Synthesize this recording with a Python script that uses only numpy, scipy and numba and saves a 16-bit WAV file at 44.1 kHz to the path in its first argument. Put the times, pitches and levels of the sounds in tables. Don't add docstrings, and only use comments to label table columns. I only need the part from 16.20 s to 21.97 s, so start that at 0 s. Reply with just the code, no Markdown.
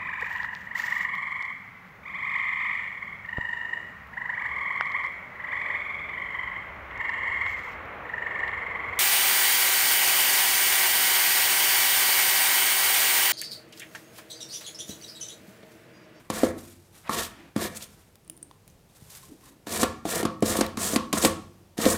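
import sys
import numpy as np
from scipy import signal
from scipy.fft import rfft, irfft
from scipy.io import wavfile
from numba import njit

SR = 44100
rng = np.random.default_rng(int(sys.argv[2]) if len(sys.argv) > 2 else 0)


def gain_from_db(level_db):
    decades = np.asarray(level_db, float) / 20
    return 10 ** decades


def digitize_waveform(pressure):
    field = np.atleast_2d(pressure).T
    bounded = np.clip(field, -1, 1)
    quanta = np.round(bounded * 32767).astype(np.int16)
    wavfile.write(sys.argv[1], SR, quanta)


N = 254456

# (f/Hz, level/dB per Hz)
AIR_SPECTRUM = [(12, -44.5), (20, -1.5), (168, 0.5), (285, -10.5), (367, -8), (410, -8), (1090, -18),
                (1330, -21), (1480, -21.5), (2390, -23), (3440, -25), (13900, -29), (16000, -36)]
# (start t/s, loudest t/s, end t/s, bright level/dB, dull part over bright level/dB)
RUSTLES = [(-.03, .0, 0.087, -61.5, 7.5), (.36, .39, 0.49, -50, -10), (.45, .52, 0.69, -56.5, -6.5),
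           (.715, .755, 0.86, -54, -4), (.858, .878, 0.89, -60.5, 21.5), (1.08, 1.20, 1.32, -71, 17),
           (1.67, 1.72, 1.78, -58.5, -4), (1.775, 1.80, 1.93, -62, -3.5), (2.47, 2.50, 2.57, -68, -12),
           (2.70, 2.78, 2.83, -59, -6), (2.82, 2.965, 3.01, -47, -9), (3.0, 3.035, 3.17, -53.5, -14),
           (3.20, 3.265, 3.32, -54, -4.5)]
# (f/Hz, level/dB per Hz)
SKIN_SPECTRUM = [(1180, -34.5), (2000, -9), (3840, 2), (4150, 0.5), (8780, 3), (14500, -1.5), (16000, -18)]
# (start t/s, loudest t/s, end t/s, level/dB)
BUMPS = [(-.05, .03, .10, -61), (.74, .80, 0.82, -58.5), (1.12, 1.24, 1.3, -50), (1.78, 1.797, 1.8, -55),
         (2.07, 2.11, 2.174, -55), (2.19, 2.228, 2.30, -53.5), (3.07, 3.09, 3.13, -56),
         (3.11, 3.125, 3.15, -41), (3.24, 3.275, 3.4, -55.5)]
# (f/Hz, level/dB, t60/s unless the contact damps it sooner)
WOOD_MODES = [(92.8, -17, 1), (145, -24.5, 0.94), (218.8, -3, 0.091), (280.1, -4.5, 0.12),
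              (316.7, -2.5, 0.089), (348, -23, 1), (418, -8, 0.12), (503, -2.5, 0.04), (521.6, -9, 0.27),
              (684, -1.5, 0.032), (759, -11.5, 0.041), (910, -13, 0.14), (1100, -9, 0.17), (1140, -9, 0.23),
              (1337, -12, 0.13), (1774, -11, 0.035), (2261, -17.5, .03)]
MODE_SPLIT = [-0.0235, 0, 0.0311]
# (f/Hz, t60/s, level/dB)
ROOM_ECHO = [(100, 0.88, -4), (400, 0.29, -10.5), (1420, 0.51, -4.5), (4900, 0.53, -16), (13000, 0.18, -10)]
# (t/s, thud level/dB, crack level/dB, upper modes over thud level/dB, lowest modes over thud level/dB)
KNOCKS = [(0.101, -21, -30.5, 6, 3.5), (0.233, -5.5, -36, -7.5, -3), (0.894, -26, -37.5, 20, 8),
          (1.362, -26, -36.5, 13, 16.5), (3.469, -31, -41, 6, 6.5), (3.611, -27.5, -42, -2, 8),
          (3.631, -13, -21.5, 4.5, 2.5), (3.853, -13.5, -40, -5, -6.5), (4.029, -15, -34, -23, 0),
          (4.052, -13, -30, 2, 1), (4.224, -6, -30.5, -7, 2), (4.354, -19.5, -39, 3.5, -11),
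          (4.388, -18, -46, 5.5, 7), (4.409, -12.5, -20.5, 3, 1.5), (4.572, -26.5, -34.5, 9.5, 11.5),
          (4.733, -19.5, -41, 1, 7), (4.76, -12, -21, 3.5, 5), (4.928, -27, -23.5, 13, -1),
          (4.934, -16, -36, 1.5, 6), (5.037, -14.5, -30.5, -6, 1.5), (5.048, -7, -16.5, 3, 0),
          (5.579, -38, -35, 9, 0), (5.587, -22, -48, -4, 7.5), (5.654, -21.5, -25, 3, 6),
          (5.661, -6, -38, -5, 1.5)]
# (f/Hz, level/dB per Hz)
CRACK_SPECTRUM = [(530, -19), (900, -2.5), (4680, -1.5), (5820, -3.5), (8350, -3), (12300, -8.5),
                  (16000, -30)]
# (touch t/s, fastest t/s, lift t/s, hiss when fastest level/dB, sag by the lift level/dB,
# ring over hiss level/dB, wood shudder over hiss level/dB, before the trims of its two parts)
STROKES = [(.108, .150, 0.24, -39, 1.5, -11, 0), (.243, .250, 0.31, -43, 10, -6.5, 5.5),
           (.900, .995, 1.071, -32.5, 13, -12.5, -2), (1.368, 1.430, 1.474, -35, 4.5, -15, 0),
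           (1.515, 1.535, 1.555, -54.5, 2, -11, 5), (1.558, 1.576, 1.592, -46, 25, 4, -6.5),
           (1.608, 1.630, 1.663, -42, 16, -8, -8.5), (3.476, 3.560, 3.606, -35.5, 4, -4, -0.5),
           (3.606, 3.622, 3.631, -35, 0, -1.5, 1), (3.640, 3.645, 3.653, -42, 6, -10, 8.5),
           (3.860, 3.955, 4.012, -34, 3.5, -5.5, 1), (4.233, 4.300, 4.408, -35, 4.5, -2, 1),
           (4.422, 4.428, 4.465, -46.5, 4.5, -12, 6.5), (4.580, 4.675, 4.758, -34.5, 7, -1.5, 0),
           (4.938, 4.975, 5.025, -36.5, 5, -1.5, 1), (5.026, 5.036, 5.07, -33.5, 0.5, 2.5, -2),
           (5.582, 5.630, 5.66, -32, -2.5, -8, -2), (5.668, 5.680, 5.76, -35.5, 4, 2, 2.5)]
# (f/Hz, level/dB per Hz)
GRIT_SPECTRUM = [(1410, -52), (2400, -0.5), (2730, 1), (3710, 4.5), (4750, 1.5), (7770, -1.5), (15000, -3),
                 (16000, -35.5)]
# (t/s, sine at onset level/dB, f/Hz, t60/s, click before its filter over sine level/dB)
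TICKS = [(0.4983, -46.5, 11500, 0.013, -6), (1.9557, -58, 4840, 0.028, 13.5),
         (2.0475, -55, 9300, 0.016, -9), (2.0777, -46.5, 9160, 0.015, -2),
         (2.0984, -28.5, 9800, 0.011, -3.5), (2.167, -43.5, 9700, 0.018, -18),
         (2.1754, -47, 9500, 0.015, 0), (2.2283, -31, 8740, 0.02, -16), (2.098, -41.5, 596, 0.018, -10),
         (2.312, -39.5, 1020, 0.014, 1), (2.313, -46, 3300, 0.006, -10), (2.822, -35, 134, 0.036, -30),
         (3.232, -54, 1070, 0.06, -20), (3.271, -53, 1070, 0.06, -15), (3.03, -48, 1050, 0.055, -20),
         (4.206, -50, 11000, 0.012, 5), (2.4782, -48, 10100, 0.0081, 6), (2.5, -52, 6300, 0.012, -5),
         (2.6975, -64, 3730, 0.014, 0), (4.4643, -29.5, 3830, 0.0099, -1)]

FLAT_FROM_S = 3.0


def rms_one(x):
    return x / np.sqrt(np.mean(x ** 2) + 1e-20)


def colour(x, spectrum):
    hz = np.fft.rfftfreq(len(x), 1 / SR) + 1
    point_hz, point_db = np.transpose(spectrum)
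    gain = gain_from_db(np.interp(np.log(hz), np.log(point_hz), point_db))
    return rms_one(irfft(rfft(x) * gain, len(x)))


def drift(rate_hz):
    r = np.exp(-2 * np.pi * rate_hz / SR)
    slow = signal.lfilter([1], [1, -2 * r, r * r], rng.standard_normal(N + SR))
    return rms_one(slow[SR:])


def grains(per_s, spread_db, clump_db):
    sizes = gain_from_db(spread_db * np.minimum(rng.exponential(1, N), 4) + clump_db * drift(67))
    present = rng.random(N) < per_s / SR
    return rms_one(sizes * rng.choice([-1, 1], N) * present)


def ring(force, hz, t60):
    r, w = gain_from_db(-60 / (max(t60, .002) * SR)), 2 * np.pi * hz / SR
    return signal.lfilter([0, np.sin(w)], [1, -2 * r * np.cos(w), r * r], force + 1e-18)


def wood(force_of, longest_s, low_hz=0, high_hz=SR):
    out = np.zeros(N)
    for k, (hz, db, t60) in enumerate(WOOD_MODES):
        if not low_hz < hz < high_hz:
            continue
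        for j, share in enumerate(MODE_SPLIT):
            force = force_of(k * len(MODE_SPLIT) + j, hz)
            out += gain_from_db(db) * ring(force, hz * (1 + share), min(t60, longest_s))
    return out


def swells(contacts, lift_s):
    t, level, progress = np.arange(N) / SR, np.zeros(N), np.zeros(N)
    for corners in contacts:
        s, db = np.transpose(corners)
        touch = np.interp(t, [s[0] - lift_s, s[0], s[-1], s[-1] + lift_s], [0, 1, 1, 0])
        level += touch * gain_from_db(np.interp(t, s, db))
        progress = np.where(t > s[0] - lift_s, np.interp(t, s[[0, -1]], [0, 1]), progress)
    return level, progress


def room_tone():
    return gain_from_db(-57.5 + 1.0 * drift(0.63)) * colour(rng.standard_normal(N), AIR_SPECTRUM)


def brush(start, loudest, end, db):
    return [(start, db - 13), (loudest, db), (end, db - 13)]


def handling():
    level, _ = swells([brush(a, b, c, db) for a, b, c, db, _ in RUSTLES], lift_s=0.029)
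    muffled, _ = swells([brush(a, b, c, db + dull_db) for a, b, c, db, dull_db in RUSTLES], lift_s=0.025)
    nudging, _ = swells([brush(*row) for row in BUMPS], lift_s=0.031)
    uneven = gain_from_db(2.0 * drift(26))
    bright = colour(grains(per_s=6000., spread_db=1.5, clump_db=1.8), SKIN_SPECTRUM)
    dull_band = signal.butter(2, [500, 2500], "band", fs=SR, output="sos")
    dull = rms_one(signal.sosfilt(dull_band, rng.standard_normal(N)))
    nudge = rng.standard_normal(N)
    bumps = rms_one(wood(lambda k, f: nudge, longest_s=.2, low_hz=250, high_hz=330))
    return uneven * (level * bright + muffled * dull) + nudging * bumps


def workshop(x):
    t, tail = np.arange(SR) / SR, 0
    point_hz, point_t60, point_db = np.transpose(ROOM_ECHO)
    for low in 50 * 2. ** np.arange(9):
        band = signal.butter(2, [low, min(2 * low, .45 * SR)], "band", fs=SR, output="sos")
        middle = np.log(np.sqrt(2) * low)
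        t60 = np.interp(middle, np.log(point_hz), point_t60)
        db = np.interp(middle, np.log(point_hz), point_db)
        fade = gain_from_db(-60 * t / t60) * np.minimum(t / 0.015, 1)
        noise = signal.sosfilt(band, rng.standard_normal(SR))
        tail = tail + gain_from_db(db) * noise * fade / np.linalg.norm(fade)
    return signal.fftconvolve(x, tail)[:N]


def grip_db(hz, s):
    return np.where(s > FLAT_FROM_S, 2.5 * (1000 < hz < 1200), 5 * (hz > 1500))


def knocks():
    s, thud_db, _, upper_db, lowest_db = np.transpose(KNOCKS)
    at = np.round(s * SR).astype(int)
    chance = rng.standard_normal((len(at), 2, len(WOOD_MODES) * len(MODE_SPLIT)))

    def force_of(k, hz):
        force = np.zeros(N)
        tilt_db = upper_db * (hz > 800) + lowest_db * (hz < 290) + grip_db(hz, s)
        sign = np.sign(chance[:, 1, k // len(MODE_SPLIT)] - .3)
        force[at] = sign * gain_from_db(thud_db - 15 + 2.0 * chance[:, 0, k] + tilt_db)
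        return force

    push = np.zeros(N)
    push[at] = -gain_from_db(thud_db - 13.5)
    thuds = wood(force_of, longest_s=1) + ring(push, 414.0, 0.023)
    contact = np.hanning(int(0.00074 * SR))
    thuds = np.convolve(thuds, contact / contact.sum())[:N]
    thuds = signal.sosfilt(signal.butter(2, 145, "high", fs=SR, output="sos"), thuds)
    return thuds + gain_from_db(-17) * ring(push, hz=52, t60=0.21)


def cracks():
    s, _, crack_db = np.transpose(KNOCKS)[:3]
    burst = np.zeros(N)
    burst[np.round(s * SR).astype(int)] = gain_from_db(crack_db + 4.5)
    swell = np.exp(-1 / (0.00034 * SR))
    burst = signal.lfilter([1 - swell], [1, -swell], burst) / (1 - swell)

    def dying(t60):
        return signal.lfilter([1 - swell], [1, -gain_from_db(-60 / (t60 * SR))], burst)

    snap, sheen, tail = dying(.03), dying(.15), dying(.35)
    noise = colour(rng.standard_normal(N), CRACK_SPECTRUM)
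    dull = signal.sosfilt(signal.butter(2, 4500, fs=SR, output="sos"), noise)
    return (snap + gain_from_db(-27.5) * sheen) * noise + gain_from_db(-16) * tail * dull


@njit
def moving_resonance(x, hz, width_hz, rate):
    y, r = np.zeros_like(x), np.exp(-np.pi * width_hz / rate)
    for i in range(2, len(x)):
        turn = 2 * r * np.cos(2 * np.pi * hz[i] / rate)
        y[i] = x[i] - x[i - 2] + turn * y[i - 1] - r * r * y[i - 2]
    return y


def stroke(touch, fastest, lift, db, sag_db):
    full_bite_s = 0.028
    bite = min(full_bite_s, (fastest - touch) / 2)
    share = bite / full_bite_s
    return [(touch, db - 11.5 * share), (touch + bite, db - 4.5 * share), (fastest, db), (lift, db - sag_db)]


def patchy(x):
    lows = [signal.sosfiltfilt(signal.butter(1, hz, fs=SR, output="sos"), x) for hz in (3200, 5500, 9500)]
    bands = np.diff([0 * x] + lows + [x], axis=0)
    on_tip = np.arange(N) / SR < FLAT_FROM_S
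    out = np.zeros(N)
    for k, band in enumerate(bands):
        tip_tilt_db = 0.4 * on_tip * (1.5 - k)
        out += gain_from_db(1.1 * drift(13) + tip_tilt_db) * band
    return out


def sanding():
    lift_s = 0.014
    level, along = swells([stroke(*row[:5]) for row in STROKES], lift_s)
    ringing, _ = swells([stroke(a, b, c, db + ring_db, sag) for a, b, c, db, sag, ring_db, _ in STROKES], lift_s)
    shaking, _ = swells([stroke(a, b, c, db + wood_db, sag) for a, b, c, db, sag, _, wood_db in STROKES], lift_s)
    grit = grains(per_s=11000.0, spread_db=2.0, clump_db=2.)
    hiss = patchy(colour(grit, GRIT_SPECTRUM))
    ring_hz = 7260 + 1100 * along
    sing = rms_one(moving_resonance(grit, np.clip(ring_hz, 2000, 15000), 3300.0, SR))
    ringing = ringing * gain_from_db(6.5 * (np.sin(np.pi * along) - .5) + 2.4 * drift(22))
    wander_hz = np.clip(ring_hz * (1 + 0.27 * drift(27)), 2000, 15000)
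    whistle = rms_one(moving_resonance(grit, wander_hz, 350., SR)) * gain_from_db(6.0 * drift(30))
    shudder = grains(per_s=3500.0, spread_db=0.0, clump_db=1.5)
    t = np.arange(N) / SR
    rumble = rms_one(wood(lambda k, f: shudder * (-1) ** k, 0.038, high_hz=800))
    drone = rms_one(wood(lambda k, f: shudder * (-1) ** k * gain_from_db(grip_db(f, t) / 2), 0.025, low_hz=800))
    lumps = gain_from_db(2 * drift(36))
    shaken = shaking * lumps * (gain_from_db(1.5) * rumble + gain_from_db(-1.5) * drone)
    return level * hiss + ringing * (sing + gain_from_db(-19) * whistle) + shaken


def ticks():
    out, t = np.zeros(N), np.arange(SR // 10) / SR
    for s, db, hz, t60, click_db in TICKS:
        at = round(s * SR)
        hiss, rough = rng.standard_normal((2, len(t)))
        near = signal.butter(2, [hz * .93, hz * 1.08], "band", fs=SR, output="sos")
        tone = np.sin(2 * np.pi * hz * t) + 0.77 * rms_one(signal.sosfilt(near, rough))
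        tone = tone * gain_from_db(-60 * t / max(t60, .002))
        broad = signal.butter(2, [600, min(4.5 * hz, 16000)], "band", fs=SR, output="sos")
        click = gain_from_db(click_db - 60 * t / 0.011) * signal.sosfilt(broad, hiss)
        out[at:at + len(t)] += gain_from_db(db) * (tone + click)
    return out


def scene():
    bench, small = handling() + knocks() + sanding(), ticks()
    echo = workshop(bench + gain_from_db(-4.5) * small)
    return (room_tone() + bench + small + echo + cracks())[None]


def low_pass(x):
    return signal.sosfilt(signal.butter(12, 16530, fs=SR, output="sos"), x)


def record(dry):
    thin = signal.sosfilt(signal.butter(2, 45, "high", fs=SR, output="sos"), dry)
    rounded = .85 * np.tanh(thin / .85)
    return low_pass(rounded)


dry = scene()
out = record(dry)
digitize_waveform(out)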